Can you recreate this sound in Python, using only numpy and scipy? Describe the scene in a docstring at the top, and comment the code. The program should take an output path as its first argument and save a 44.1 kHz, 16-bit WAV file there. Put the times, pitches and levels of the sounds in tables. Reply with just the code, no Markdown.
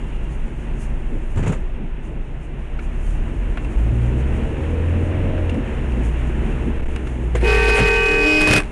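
"""Several horns blare together, their diaphragms buzzing, as a minibus cuts in on a wet city street.
One drops to a lower note, and the blast, overloading the microphone, ends in a crunching bump.
We sit inside a vehicle, at the windscreen. Before the horns its engine pulls away, changes gear
and slows, booming in the cab over road rumble and tyre wash; the cab jolts and its trim ticks."""
import sys
import numpy as np
from scipy import signal
from scipy.fft import rfft, irfft, next_fast_len
from scipy.io import wavfile
from scipy.ndimage import uniform_filter1d

SR = 44100
rng = np.random.default_rng(int(sys.argv[2]) if len(sys.argv) > 2 else 0)


def store_wav(level_fs):
    """Save 16-bit WAV to argv[1]."""
    pcm = np.round(np.clip(np.atleast_2d(level_fs), -1, 1) * 32767)
    wavfile.write(sys.argv[1], SR, pcm.T.astype(np.int16))


N = 384111
T = np.arange(N) / SR


def undb(db):
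    """Decibels to gain."""
    return np.exp(np.asarray(db) * (np.log(10) / 20))


def unit(x):
    """Scale to rms 1."""
    return x / np.sqrt(np.mean(x ** 2))


def automation(points):
    """A control curve through (t/s, value) breakpoints."""
    return np.interp(T, *np.transpose(points))


def gain_at(hz, eq):
    """Gain of an EQ curve (f/Hz, level/dB), falling 30 dB an octave beyond its ends."""
    f, db = np.transpose(eq)
    octave, knots = np.log2(np.maximum(hz, 1)), np.log2(f)
    outside = np.abs(octave - np.clip(octave, knots.min(), knots.max()))
    return undb(np.interp(octave, knots, db) - 30 * outside)


def colour(x, eq):
    """Apply an EQ curve, keeping the power of white noise."""
    size = next_fast_len(N + SR // 10)
    hz = np.arange(size // 2 + 1) * SR / size
    return irfft(rfft(x, size) * unit(gain_at(hz, eq)), size)[:N]


def noise(eq):
    """Coloured noise of rms 1."""
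    return colour(rng.standard_normal(N), eq)


def wander(rate):
    """Random modulation of rms 1, gliding to a new value `rate` times a second."""
    steps = rng.standard_normal(8192)
    return unit(np.interp(T * rate, np.arange(len(steps)), steps))


def swells(rows):
    """Bell-shaped envelopes, one for each (t/s, half-width/s, level/dB)."""
    out = np.zeros(N)
    for s, width, db in rows:
        near = np.abs(T - s) < 3 * width
        out[near] += undb(db) * np.exp(-2 * ((T[near] - s) / width) ** 2)
    return out


def bursts(rows, grain_db, attack_s):
    """Noise bursts, grainy like many tiny impacts, one for each (t/s, level/dB, T60/s)."""
    envelope = np.zeros(N)
    for s, db, t60 in rows:
        first = int(s * SR)
        age = T[:min(SR, N - first)]
        attack = np.minimum(age / attack_s, 1)
        envelope[first:first + len(age)] += undb(db) * attack * undb(-60 * age / t60)
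    return envelope * unit(undb(grain_db * wander(400))) * rng.standard_normal(N)


def pings(rows, t60):
    """Short sine rings, one for each (t/s, level/dB, f/Hz)."""
    out, age = np.zeros(N), T[:SR // 5]
    for s, db, hz in rows:
        first = int(s * SR)
        out[first:first + len(age)] += undb(db - 60 * age / t60) * np.sin(2 * np.pi * hz * age)
    return out


def heater_fan(hz=370.4, level_db=-47):
    """The fan hums faintly, wavering in level and pitch."""
    level = undb(level_db + 2.8 * wander(3.96))
    pitch = hz * (1 + 0.008 * wander(3))
    return level * np.sin(2 * np.pi * np.cumsum(pitch) / SR)


# Squeal cue: t/s, half-width/s, level/dB
SQUEAL = [(.12, .35, -53.5)]

def traffic_squeal():
    """A brake squeals faintly in the traffic: one narrow band of noise."""
    return swells(SQUEAL) * noise([(2680, -25), (2790, -4), (2900, -22)])


# Firing rate through idle, first gear, a change near 6 s and braking: t/s, f/Hz
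FIRING_RATE = [(0.0, 25.54), (0.39, 24.1), (1.8, 24.2), (2.76, 30.02), (3.0, 33.9), (3.1, 38.44),
               (3.32, 41.85), (3.92, 57.3), (4.06, 59.68), (4.4, 70.65), (4.76, 81.54), (5.26, 91.44),
               (5.4, 87.6), (5.72, 75.2), (5.85, 68.84), (6.01, 53.46), (6.18, 60.46), (6.34, 60.6),
               (6.56, 63.95), (6.87, 65.43), (7.83, 50.7), (8.12, 39.2), (8.7, 27.8)]
# Engine load, 0 at full drive, higher when labouring, lower when slack: t/s, level/dB
LOAD = [(0, 0), (1.5, 0), (2.3, -4), (3.0, 1.5), (3.5, 0), (3.58, -9), (3.7, -13), (3.82, 5), (4.17, 5.5),
        (4.45, -4.5), (4.8, 1), (5.48, -1), (5.6, -13), (5.78, -6), (5.95, 1), (6.83, -4), (7.6, 1),
        (8.2, -4)]
# The cab's bass resonances: f/Hz, level/dB
BOOM_EQ = [(24, -10.5), (30, -10), (42, -5), (48, -4), (54, 0), (62, -3.5), (75, -7.5), (83, -1), (92, -6),
           (104, -13.5), (120, -2), (134, -9), (165, -15)]
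# Growl partials: multiple of the crank's rate, level/dB
GROWL_ORDERS = [(3, -2), (5, -6), (6, 0), (6.5, -4), (7, -1), (8, 0), (9, -5), (10, 0), (11, -2.5),
                (12, -1), (12.5, -3), (14, -1), (16, -9), (18, -7)]
# Narrow cab resonances that the growl sweeps through: f/Hz, level/dB
GROWL_EQ = [(95, -7), (170, 3), (192, -7), (228, 2), (262, -2), (292, -3), (320, 1), (345, -5), (373, 2),
            (405, -11), (450, 2), (495, 0), (520, -8), (545, -3), (575, -7), (615, -1), (660, -10),
            (900, -22)]

def engine(boom_db=-17.5, octave_db=-28, growl_db=-51, growl_db_per_hz=.255):
    """The firing rate and its octave boom in the cab; higher orders growl through the bulkhead."""
    hz = uniform_filter1d(automation(FIRING_RATE), size=5000, mode="nearest")
    load_db = automation(LOAD)
    crank = np.pi * np.cumsum(hz * (1 + 0.006 * wander(40))) / SR  # two firings a turn, a bit uneven
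    boom = undb(boom_db + np.minimum(load_db, 0)) * gain_at(hz, BOOM_EQ) * np.sin(2 * crank)
    bite_db = 1.88 * load_db  # hard firings are sharper
    octave = undb(octave_db + bite_db) * gain_at(2 * hz, BOOM_EQ) * np.sin(4 * crank + 1)
    throb = undb(1.24 * wander(13))
    growl = np.zeros(N)
    for order, db in GROWL_ORDERS:
        strength = undb(db + 2.8 * wander(8)) * gain_at(order * hz / 2, GROWL_EQ)
        growl += strength * np.sin(order * crank + rng.uniform(0, 2 * np.pi))
    growl_level = undb(growl_db + growl_db_per_hz * hz + 0.7 * np.maximum(load_db, 0))
    return np.sqrt(2) * throb * (boom + octave) + growl_level * unit(growl)


# Fader for rumble and wash, riding with road speed: t/s, level/dB
ROLLING = [(0, -45), (1.2, -46), (2.3, -48), (3.1, -44.5), (4.4, -40), (5.2, -39), (6.5, -39.5), (7.3, -44)]
# Rumble through the floor: f/Hz, level/dB
RUMBLE_EQ = [(21, -30), (35, -2.5), (65, -6), (92, -15.5), (119, -9.5), (156, -11), (184, -22.5),
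             (225, -11.5), (272, -21), (320, -17), (348, -19), (567, -29.5), (677, -33), (900, -37),
             (1170, -48), (1980, -120)]
# Wheels crossing road seams: t/s, half-width/s, level/dB
SEAMS = [(1.14, 0.049, -30.5), (1.85, 0.07, -37.5), (4.72, 0.045, -31), (5.56, 0.062, -23),
         (5.97, 0.051, -23.5), (6.68, 0.041, -24.5)]
# Midrange wash of wet tyres: f/Hz, level/dB
WASH_EQ = [(350, -14), (600, -3.5), (671, -6.5), (919, -6.5), (1140, -11), (1830, -9.5), (2240, -12),
           (2720, -11), (3940, -30.5), (4970, -43), (5500, -36.5), (7150, -58), (12100, -120)]
# Fader for the hiss: t/s, level/dB
HISS_LEVEL = [(0, -62), (1.55, -61.5), (1.8, -69), (2.4, -69), (3.1, -62), (4.1, -57), (5.3, -60),
              (6.4, -57.5), (7.3, -59)]
# Soft swishes in the hiss: t/s, half-width/s, level/dB
SWISHES = [(.33, 0.046, -57.5), (0.825, 0.055, -49.5), (2.06, 0.05, -60), (2.44, 0.051, -61),
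           (2.837, 0.048, -58), (3.08, .13, -54.5), (6.06, 0.05, -51)]
# Thin hiss on top: f/Hz, level/dB
HISS_EQ = [(2650, -29), (4500, -8), (5010, -10), (6640, 2), (8080, -2), (9230, 1.5), (11500, -12.5),
           (12500, -32), (16200, -53), (22000, -120)]

def road(rumble_db=6.5, wash_db=2):
    """The body sways, the road rumbles through the floor, wet tyres wash and hiss."""
    rolling_db = automation(ROLLING)
    shake_db = 0.4 * np.maximum(automation(LOAD), 0)  # a labouring engine shakes the floor
    sway = undb(-30 + 2.9 * wander(1.1)) * noise([(16, -6), (24, 4.5), (36, -2)])
    rumble = undb(rumble_db + .8 * rolling_db + shake_db + 1.6 * wander(12)) * noise(RUMBLE_EQ)
    seams = swells(SEAMS) * noise([(130, -9), (235, 4), (330, -3.5), (520, -13)])
    wash = undb(wash_db + rolling_db + .5 * wander(14)) * noise(WASH_EQ)
    hiss_bed = undb(automation(HISS_LEVEL) + 1.15 * wander(25))
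    hiss = np.hypot(hiss_bed, swells(SWISHES)) * noise(HISS_EQ)
    return sway + rumble + seams + wash + hiss


# Trim cues: t/s, tick level/dB, rattle level/dB, ping level/dB, ping f/Hz
TICKS = [(2.79, -46, -32, -29, 1400), (3.5718, -46, -26, -29, 1401), (3.6462, -47, -37, -38, 2721),
         (5.3777, -48, -35, -34, 1601), (5.4956, -39, -37, -23.5, 2760), (5.5424, -44, -39, -36, 2000),
         (5.921, -55, -39, -30, 2700), (6.9598, -37, -28.5, -31, 2720), (7.069, -43, -34, -32, 2150)]

def trim():
    """Plastic parts knock on the dashboard: a dry tick, a short panel rattle and the part's ping."""
    tick = bursts([(s, db, .045) for s, db, *_ in TICKS], grain_db=3.5, attack_s=0.00091)
    rattle = bursts([(s, db, .065) for s, _, db, *_ in TICKS], grain_db=1, attack_s=0.0026)
    ping = pings([(s, db, hz) for s, _, _, db, hz in TICKS], t60=0.024)
    tick_eq = [(1000, 0.5), (3000, 1), (4500, -7.5), (9500, -6.5), (12000, -23)]
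    panel_eq = [(500, -3), (800, -2), (1200, -2), (1400, 4.5), (1700, -0.5), (2450, 2.5),
                (2720, 4), (3050, -9)]
    return colour(tick, tick_eq) + colour(rattle, panel_eq) + ping


# Jolt cues: t/s, thud level/dB, clatter level/dB, jingle level/dB, ring level/dB, burst T60/s
JOLTS = [(1.357, -14, -31, -46, -45, .08), (1.371, -14, -28.5, -48, -42, .3),
         (1.426, -23, -28.5, -57, -42, 0.25), (1.461, -20, -29, -46, -45, 0.2),
         (1.475, -26, -33, -40, -50, 0.081), (1.491, -18, -34, -53, -45, .19),
         (1.52, -28, -31, -46, -46, .17), (7.35, -16, -15, -36, -19, 0.062),
         (7.429, -24, -24, -46, -13, .11), (7.683, -21, -16, -55, -15, .06),
         (7.783, -27, -15, -37, -25, 0.11), (7.803, -6.5, -24, -48, -35, 0.16)]
# Low thud of the body: f/Hz, level/dB
THUD_EQ = [(45, -5), (85, 0), (135, 1), (200, -6), (330, -17), (900, -30)]
# Loose panels: f/Hz, level/dB
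CLATTER_EQ = [(200, -7), (300, -1.5), (420, 4), (700, -4.5), (1200, -8), (2700, -13), (4000, -29.5),
              (5000, -34), (7000, -29), (10000, -39), (12500, -55)]
# Small bright parts: f/Hz, level/dB
JINGLE_EQ = [(3000, -14), (5300, -13), (6900, 5), (8200, -2), (9700, -3), (12000, -21)]
# Dashboard modes: f/Hz, level/dB, T60/s
DASH_MODES = [(363, 0, .15), (476, -2, .11)]

def jolts():
    """Each jolt thuds in the body, clatters panels, jingles small parts and rings the dashboard."""
    times, thud_db, clatter_db, jingle_db, ring_db, decays = np.transpose(JOLTS)
    thud = bursts(zip(times, thud_db, decays), grain_db=0, attack_s=0.0047)
    clatter = bursts(zip(times, clatter_db, decays), grain_db=1, attack_s=0.0049)
    jingle = bursts(zip(times, jingle_db, decays), grain_db=2.5, attack_s=.003)
    ring = np.zeros(N)
    for hz, mode_db, t60 in DASH_MODES:
        ring += pings([(s, db + mode_db, hz) for s, db in zip(times, ring_db)], t60)
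    return colour(thud, THUD_EQ) + colour(clatter, CLATTER_EQ) + colour(jingle, JINGLE_EQ) + ring


# Lurch cues: t/s, half-width/s, level/dB
LURCHES = [(6.833, .12, -8), (8.36, 0.27, -21)]

def lurch(hz=16.7):
    """The body lurches under the brakes: a subsonic pressure swing that overloads the microphone."""
    return swells(LURCHES) * np.sin(2 * np.pi * hz * (T - LURCHES[0][0]))


# Rubber scrubbing on wet road: f/Hz, level/dB
SKID_EQ = [(500, 1.5), (1200, -7.5), (1700, 1), (2400, 3), (3300, -9.5), (5000, -19), (7000, -20),
           (9500, -13.5), (12500, -37)]

def skid(start_s=7.36, peak_s=7.77, peak_db=-25.5, build_db_per_s=30, release_db_per_s=120):
    """Braking tyres scrub in uneven grabs, harder and harder until they let go."""
    below_peak_db = np.maximum(build_db_per_s * (peak_s - T), release_db_per_s * (T - peak_s))
    return (T > start_s) * undb(peak_db - below_peak_db + 4.1 * wander(60)) * noise(SKID_EQ)


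# Collision hits: t/s, thud level/dB, crunch level/dB, T60/s
HITS = [(8.402, -21.5, -20, 0.33), (8.466, -17, -13, 0.26), (8.5, -10, -7.5, 0.15), (8.53, -15, -10, 0.17),
        (8.558, -11, -9, 0.096)]
# Crunching panels: f/Hz, level/dB
CRUNCH_EQ = [(170, 9), (450, 4.5), (900, -3), (1700, 1), (2700, -1.5), (3600, -9.5), (5000, -14.5),
             (7000, -16.5), (9500, -11.5), (12500, -34)]

def collision():
    """Each hit thuds in the body while panels crunch."""
    times, thud_db, crunch_db, decays = np.transpose(HITS)
    thud = bursts(zip(times, thud_db, decays), grain_db=0, attack_s=0.007)
    crunch = bursts(zip(times, crunch_db, decays), grain_db=5, attack_s=0.0079)
    return colour(thud, THUD_EQ) + colour(crunch, CRUNCH_EQ)


def horn(start, end, hz, start_db, end_db, fundamental_db, partials_db, attack_s=0.047, fall_s=0.034):
    """A buzzing diaphragm. Moving reflections make each partial flutter; low partials ring longest."""
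    on = (T > start) & (T < end + 10 * fall_s)
    t = T[on]
    pitch = hz * (1 + 0.00051 * wander(12)[on] + 0.00058 * wander(500)[on])
    phase = 2 * np.pi * np.cumsum(pitch) / SR
    tone = np.zeros(N)
    for k, db in enumerate(partials_db, 1):
        flutter = np.interp(t, start + np.arange(64) / 14, rng.standard_normal(64))
        depth_db = min(1.2 - .1 * db, 3)  # weak partials lie in nulls, which shift most
        drift_db = (k == 1) * fundamental_db * (t - start) / (end - start)
        release = np.exp(-np.maximum(t - end, 0) * np.sqrt(k) / fall_s)
        level = undb(db + drift_db + depth_db * flutter) * release
        tone[on] += level * np.sin(k * phase + rng.uniform(0, 2 * np.pi))
    attack = np.clip((T - start) / attack_s, 0, 1)
    fader = undb(automation([(start, start_db), (end, end_db)]))
    return np.sqrt(2) * tone * attack * fader


# Horn notes: start t/s, end t/s, f/Hz, start level/dB, end level/dB,
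# extra drift of the fundamental over the note/dB, each partial's level/dB
HORN_NOTES = [ (7.44, 8.59, 384.1, -26.5, -31.5, 3, [-4, -5, -6, 1, -6, -8.5, -11.5, -23, -34, -33, -39, -34, -34, -39]),
              (7.428, 8.578, 419.05, -22.5, -16.5, -13.5, [2.5, -23, -30, -23.5, -20, 1, -19, -35, -44, -49, -42, -37, -38, -40, -42, -44, -46, -34, -50, -50, -50, -35.5]),
              (7.41, 8.25, 458.5, -23, -26.5, 0.5, [1.5, -9.5, -21, -7, -21, -24, -34, -34, -33, -41, -41, -44]),
              (8.05, 8.24, 301, -34, -26, 0.5, [0, -14]),
              (8.228, 8.58, 152.8, -19.5, -23, 0, [-35, 1, -10.5, -7.5, -35, -26, -35, -23, -30])]
# Raspy edge of the blast: f/Hz, level/dB
RASP_EQ = [(180, -40), (300, -15), (436, -2), (518, -9.5), (923, -18), (1060, -11.5), (1430, -17),
           (1520, -13), (2200, -11), (2580, -8), (2790, -11), (3400, -30), (7830, -29), (12500, -35.5),
           (16200, -81)]

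def horns(rasp_db=-16.7):
    """The horns blare as a cluster, with a rasp that follows their beats."""
    tones = sum(horn(*note) for note in HORN_NOTES)
    beats = np.sqrt(np.abs(uniform_filter1d(tones ** 2, size=100)))
    return tones + undb(rasp_db + 2.3 * wander(25)) * beats * noise(RASP_EQ)


def scene():
    """All layers meet in mono at one microphone."""
    drive = engine() + road() + traffic_squeal() + skid()
    blast = horns()
    cab = lurch() + heater_fan() + trim() + jolts() + collision()
    return (drive + blast + cab)[None]


def record(dry):
    """The microphone clips, so horns and bass grind together; then both ends of the range are cut."""
    ceiling, hardness = undb(-10), 12  # higher hardness gives a sharper knee
    low_cut_hz, low_cut_q = 23.9, 1.51
    roll_off_hz, top_hz = 12300, 12100
    clipped = dry / (1 + np.abs(dry / ceiling) ** hardness) ** (1 / hardness)
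    w = 2 * np.pi * low_cut_hz
    resonant_low_cut = signal.bilinear([1, 0, 0], [1, w / low_cut_q, w * w], SR)
    heard = signal.lfilter(*resonant_low_cut, clipped)  # tilts the flat tops
    heard = signal.lfilter(*signal.butter(1, low_cut_hz, "high", fs=SR), heard)
    heard = signal.lfilter(*signal.butter(2, roll_off_hz, fs=SR), heard)
    return signal.sosfilt(signal.ellip(8, .2, 70, top_hz, fs=SR, output="sos"), heard)


dry = scene()
out = record(dry)
store_wav(out)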